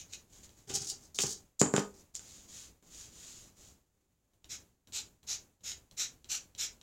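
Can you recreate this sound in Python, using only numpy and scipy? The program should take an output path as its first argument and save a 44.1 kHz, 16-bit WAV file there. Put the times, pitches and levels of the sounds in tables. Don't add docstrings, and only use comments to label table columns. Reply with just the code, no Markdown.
import sys
import numpy as np
from scipy import signal
from scipy.fft import rfft, irfft
from scipy.io import wavfile
from scipy.ndimage import uniform_filter1d

SR = 44100
rng = np.random.default_rng(int(sys.argv[2]) if len(sys.argv) > 2 else 0)


def persist_wave(psi):
    counts = np.round(np.clip(psi, -1, 1) * 32767).astype(np.int16)
    wavfile.write(sys.argv[1], SR, np.atleast_2d(counts).T)


N = 300762


def gain_of(db):
    return 10 ** (np.asarray(db) / 20)


def evened(x):
    return x / np.sqrt(np.mean(x ** 2) + 1e-20)


def read(points, hz):
    point_hz, value = np.transpose(points)
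    return np.interp(np.log(hz + 1), np.log(point_hz + 1), value)


def add(mix, start, sound):
    part = mix[max(round(start * SR), 0):][:len(sound)]
    part += sound[:len(part)]


def coloured(x, spectrum, size=4096):
    hz = abs(np.fft.fftfreq(size, 1 / SR))
    log_gain = np.log(gain_of(read(spectrum, hz)))
    minimum_phase = np.exp(np.conj(signal.hilbert(log_gain)))
    response = np.fft.ifft(minimum_phase).real[:size // 2]
    return evened(signal.oaconvolve(x, response)[:N])


def wander(per_s):
    hz = np.fft.rfftfreq(N, 1 / SR)
    slow = rfft(rng.standard_normal(N)) * np.exp(-(hz / per_s) ** 2)
    return evened(irfft(slow, N))


def friction(slips_per_s, spread_db, hiss, catch_db, catches_per_s):
    size = gain_of(spread_db * np.minimum(rng.exponential(1, N), 4))
    direction = rng.choice([-1, 1], N)
    happens = rng.random(N) < slips_per_s / SR
    slips = evened(size * direction * happens)
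    catching = gain_of(catch_db * wander(catches_per_s))
    return (slips + hiss * rng.standard_normal(N)) * catching


def ring(modes, contact_s, tilt_db=0):
    t = np.arange(SR // 2) / SR
    swing = np.zeros(len(t))
    for hz, db, t60 in modes:
        tilted_db = db + tilt_db * np.log2(hz / modes[0][0])
        swing += gain_of(tilted_db - 60 * t / t60) * np.cos(2 * np.pi * hz * t)
    onset = 1 - np.exp(-(t / contact_s) ** 2)
    b, a = signal.butter(3, 100, "high", fs=SR)
    return -signal.lfilter(b, a, swing * onset)


def clock():
    return np.arange(0, N, 22) / SR


def glide(start, length, db, skew, power):
    way = np.clip((clock() - start) / length, 0, 1)
    speed = abs(np.sin(np.pi * way ** skew))
    return gain_of(db) * speed ** power


def swell(start, rise_s, db, power, release_db_per_s):
    t = clock() - start
    build = np.clip(t / rise_s, 0, 1) ** power
    return build * gain_of(db - release_db_per_s * np.maximum(t - rise_s, 0))


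def together(gains):
    total = np.sqrt(sum(gain ** 2 for gain in gains))
    return np.interp(np.arange(N) / SR, clock(), total)


# (frequency [Hz], level [dB per Hz])
AIR_COLOUR = [(20, -8), (50, 0), (90, -1), (130, -6), (300, -10), (700, -18), (1500, -25), (5400, -28),
              (6920, -20), (8600, -29), (16000, -30)]
AIR_DB = -61.5


def room_air():
    return gain_of(AIR_DB) * coloured(rng.standard_normal(N), AIR_COLOUR)


# (frequency [Hz], time to fall by 60 dB [s])
ROOM_DECAY = [(150, 0.18), (500, 0.38), (1500, 0.23), (4000, 0.1839), (7000, 0.2067), (14000, 0.22)]
# (frequency [Hz], level [dB])
ROOM_LEVEL = [(150, -10), (400, -3), (600, -11), (900, -1.5), (1450, -2.5), (2000, -3), (7000, -5.5),
              (14000, -19)]
# (delay [s], level [dB])
EARLY_ECHOES = [(.0043, -14.5), (0.01, -16.5), (0.0225, -21)]


def room(x, tail_delay_s=0.0035):
    count = SR // 2
    taps = rng.standard_normal(count) * (rng.random(count) < 0.12)
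    hz, t, bands = signal.stft(taps / np.linalg.norm(taps), SR, nperseg=256)
    t60 = read(ROOM_DECAY, hz)[:, None]
    decay = gain_of(-60 * t / t60) * np.sqrt(np.log(1000) / t60)
    level = gain_of(read(ROOM_LEVEL, hz))[:, None]
    tail = signal.istft(bands * decay * level, SR, nperseg=256)[1]
    echoes = np.zeros(N)
    add(echoes, tail_delay_s, signal.fftconvolve(x, tail))
    treble = signal.sosfilt(signal.butter(1, 1500, "high", fs=SR, output="sos"), x)
    for delay, db in EARLY_ECHOES:
        add(echoes, delay, gain_of(db) * treble)
    return echoes


# (start [s], length [s], level [dB])
SLEEVE_SLIDES = [(0.264, 0.25, -62), (0.424, 0.052, -56), (0.475, 0.26, -66), (2.162, 0.37, -56),
                 (2.466, 0.27, -51), (2.816, 0.16, -65.5), (2.893, .25, -52), (3.091, .47, -53),
                 (3.527, 0.27, -60.5)]
# (frequency [Hz], level [dB per Hz])
SLEEVE_COLOUR = [(400, -38), (1200, -16), (1900, -14), (3580, -6), (5500, -4.5), (6900, 5), (7700, -3),
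                 (9300, -13), (16000, -23.5)]
SLIDE_SKEW, SLIDE_POWER = 0.72, 1.41


def sleeve():
    fibres = friction(slips_per_s=1500, spread_db=2.0, hiss=1.2, catch_db=0.6, catches_per_s=100)
    sliding = together(glide(*slide, SLIDE_SKEW, SLIDE_POWER) for slide in SLEEVE_SLIDES)
    return sliding * coloured(fibres, SLEEVE_COLOUR)


# (time [s], thud level [dB], thud tilt [dB per octave], clack level [dB], click level [dB])
BRUSH_KNOCKS = [(0.6989, -56.5, -1, -39.5, -34), (0.7072, -48.5, -5, -38.5, -47),
                (0.7228, -60, -1, -44, -38), (0.756, -47.5, -4, -35.5, -28),
                (1.188, -40.5, 2, -19.5, -19.5), (1.2042, -56, 2, -29, -23), (1.237, -36, 0, -39.5, -21.5),
                (1.6151, -18, -0.5, -27, -7), (1.6621, -31, -5, -42, -43), (1.739, -21.5, 0.5, -52.5, -22),
                (1.764, -42.5, 7.5, -23.5, -15.5), (1.7802, -23, -0.5, -29.5, -44.5),
                (2.1525, -65, -11, -43.5, -24.5), (2.194, -66.5, 6, -48, -36.5),
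                (2.826, -62, 0.5, -62.5, -50.5)]
# (frequency [Hz], level [dB], time to fall by 60 dB [s])
TABLE_MODES = [(182, 9, 0.016), (148.6, -14.5, 0.16), (199.7, -13, .33), (254.7, -12.5, 0.31),
               (291, -17, 0.26), (388.6, -6.5, 0.11), (409, -8.5, 0.13), (450, -15, 0.0033), (530, -28, .2),
               (811.6, -17, .14), (890, -17, .12), (960, -14, 0.0096), (994, -25.5, 0.13), (1240, -22, 0.2),
               (1366, -15, 0.047), (1467, -16, 0.094), (1520, -12.5, 0.044)]
# (frequency [Hz], level [dB], time to fall by 60 dB [s])
HANDLE_MODES = [(1624, -15.5, 0.018), (2751, -8, 0.0091), (3167, 2, 0.0078), (3530, -1.5, 0.01),
                (4430, -12, .006)]
# (frequency [Hz], level [dB], time to fall by 60 dB [s])
EDGE_MODES = [(5700, -13.5, 0.0036), (7117, -9.5, 0.011), (7064, 0, .005), (10000, -22.5, .001)]


def knocks():
    out = np.zeros(N)
    clack = ring(HANDLE_MODES, contact_s=0.00017)
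    click = ring(EDGE_MODES, contact_s=0.000098)
    for start, thud_db, tilt_db, clack_db, click_db in BRUSH_KNOCKS:
        thud = ring(TABLE_MODES, contact_s=0.00025, tilt_db=tilt_db)
        add(out, start, gain_of(thud_db) * thud + gain_of(clack_db) * clack + gain_of(click_db) * click)
    return out


# (start [s], bending time [s], level [dB])
BRISTLE_SWEEPS = [(0.67, 0.048, -45), (0.732, 0.027, -30), (0.802, 0.023, -39.5), (0.828, 0.079, -37),
                  (0.996, 0.056, -58), (1.144, 0.004, -45.5), (1.154, 0.0096, -46.5), (1.179, 0.03, -31.5),
                  (1.197, 0.023, -31), (1.221, 0.1, -36), (1.593, 0.0067, -29.5), (1.723, 0.071, -40),
                  (1.88, 0.129, -62), (2.138, 0.027, -44)]
# (frequency [Hz], level [dB per Hz])
BRISTLE_COLOUR = [(590, -59), (1000, -34), (1400, -25.5), (1980, -30.5), (2200, -22.5), (2680, -24.5),
                  (2810, -18), (4680, -3), (6700, 3.5), (9940, -13.5), (13300, -21.5), (16000, -23)]
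BEND_POWER, SPRING_DB_PER_S = 0.85, 540
# (start [s], pressing time [s], level [dB])
BRUSH_DRAGS = [(.669, .035, -41), (.745, 0.016, -41.5), (.785, 0.035, -50), (.905, 0.014, -50.5),
               (1.186, .004, -44.5), (1.235, 0.0039, -33.5)]
# (frequency [Hz], level [dB per Hz])
BOARD_COLOUR = [(60, -10), (135, 2.5), (200, -8), (320, -9.5), (405, 4), (480, -17.5), (680, -21),
                (790, -2.5), (900, -28), (1400, -17), (2000, -20.5), (3000, -17), (6000, -25), (16000, -57)]
PRESS_POWER, EASE_DB_PER_S = 1.2, 400.5
# (start [s], level [dB])
BRISTLE_QUIVERS = [(1.593, -31), (1.738, -43.5)]
# (frequency [Hz], level [dB per Hz])
HAIR_COLOUR = [(3000, -40), (6000, -23.5), (6800, -7), (7050, 2), (7300, -1), (7700, -5.5), (8600, -19),
               (12000, -39.5), (16000, -45)]
QUIVER_RISE_S, QUIVER_POWER, QUIVER_DB_PER_S = 0.0041, 0.99, 169.5


def bristles():
    flicks = friction(slips_per_s=3700, spread_db=1.5, hiss=0.37, catch_db=2.84, catches_per_s=200)
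    rubs = friction(slips_per_s=370, spread_db=-2.0, hiss=1.0, catch_db=4.0, catches_per_s=64)
    bending = together(swell(*sweep, BEND_POWER, SPRING_DB_PER_S) for sweep in BRISTLE_SWEEPS)
    pressing = together(swell(*drag, PRESS_POWER, EASE_DB_PER_S) for drag in BRUSH_DRAGS)
    shaking = together(swell(start, QUIVER_RISE_S, db, QUIVER_POWER, QUIVER_DB_PER_S)
                       for start, db in BRISTLE_QUIVERS)
    tips = bending * coloured(flicks, BRISTLE_COLOUR)
    board = pressing * coloured(rubs, BOARD_COLOUR)
    hairs = shaking * coloured(rng.standard_normal(N), HAIR_COLOUR)
    return tips + board + hairs


# (time [s], level [dB])
BLADE_TOUCHES = [(0.135, -35), (0.4928, -50.5), (4.335, -58), (4.444, -43), (4.873, -49.5), (4.9231, -42),
                 (5.231, -50.5), (5.2867, -39), (5.608, -54), (5.6471, -46), (5.718, -33), (5.912, -45),
                 (6.2445, -42.5), (6.55, -41), (6.8135, -44)]
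# (frequency [Hz], level [dB], time to fall by 60 dB [s])
KNIFE_MODES = [(103, -36, .08), (390, -29.5, 0.08), (3290, -3, 0.0068), (3870, 2.5, 0.006),
               (5930, 4, 0.0035), (7260, -2, 0.0065)]


def touches():
    out = np.zeros(N)
    grips = rng.uniform(0.94, 1.06, len(BLADE_TOUCHES))
    for (start, db), grip in zip(BLADE_TOUCHES, grips):
        gripped = [(hz * grip, mode_db, t60) for hz, mode_db, t60 in KNIFE_MODES]
        add(out, start, gain_of(db) * ring(gripped, contact_s=0.00017))
    return out


# (start [s], length [s], level [dB])
BLADE_STROKES = [(-0.099, 0.16, -44), (0.065, 0.12, -61.6), (0.12, 0.051, -45.5), (4.486, 0.102, -42.5),
                 (4.919, 0.12, -37.5), (5.263, 0.13, -37), (5.628, 0.14, -41), (5.965, 0.12, -35),
                 (6.285, 0.115, -34.5), (6.573, 0.12, -34.5)]
# (frequency [Hz], level [dB per Hz])
SCRATCH_COLOUR = [(250, -47.5), (410, -21), (560, -32), (820, -19.5), (1080, -29), (1270, -19.5),
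                  (1850, -19.5), (2450, -10), (3300, -12.5), (3950, -6), (4600, -10.5), (5500, -5),
                  (6900, -0.5), (7600, -7.5), (8700, -19.5), (12200, -26), (13500, -21), (14500, -25),
                  (16000, -43)]
STROKE_SKEW, STROKE_POWER = 0.76, 1.92


def blade():
    flakes = friction(slips_per_s=3500, spread_db=1.5, hiss=0.74, catch_db=0.36, catches_per_s=140)
    chips = coloured(flakes, SCRATCH_COLOUR)
    out = np.zeros(N)
    lags = rng.integers(8, 36, len(BLADE_STROKES))
    for stroke, lag in zip(BLADE_STROKES, lags):
        moving = together([glide(*stroke, STROKE_SKEW, STROKE_POWER)])
        out += moving * evened(chips + 0.3 * np.roll(chips, lag))
    return out


def scene():
    direct = sleeve() + knocks() + bristles() + touches() + blade()
    return (room_air() + direct + room(direct))[None]


def gate(x, open_db=-62.5, slope=2.3, depth_db=17.5, release_db_per_s=105):
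    band = signal.butter(2, [2000, 9000], "band", fs=SR, output="sos")
    treble = signal.sosfilt(band, x)
    power = abs(uniform_filter1d(treble ** 2, size=440))
    power_db = 10 * np.log10(power + 1e-14)
    wanted_db = np.clip((power_db - open_db) * slope, -depth_db, 0)
    fall = np.arange(N) / SR * release_db_per_s
    held_db = np.maximum.accumulate(wanted_db + fall) - fall
    smooth_db = signal.lfilter(np.ones(256) / 256, 1, held_db)
    return x * gain_of(smooth_db)


def record(dry):
    band_limit = signal.firwin(511, 16100, window=("kaiser", 9), fs=SR)
    return signal.oaconvolve(gate(dry[0]), band_limit, "same")[None]


dry = scene()
out = record(dry)
persist_wave(out)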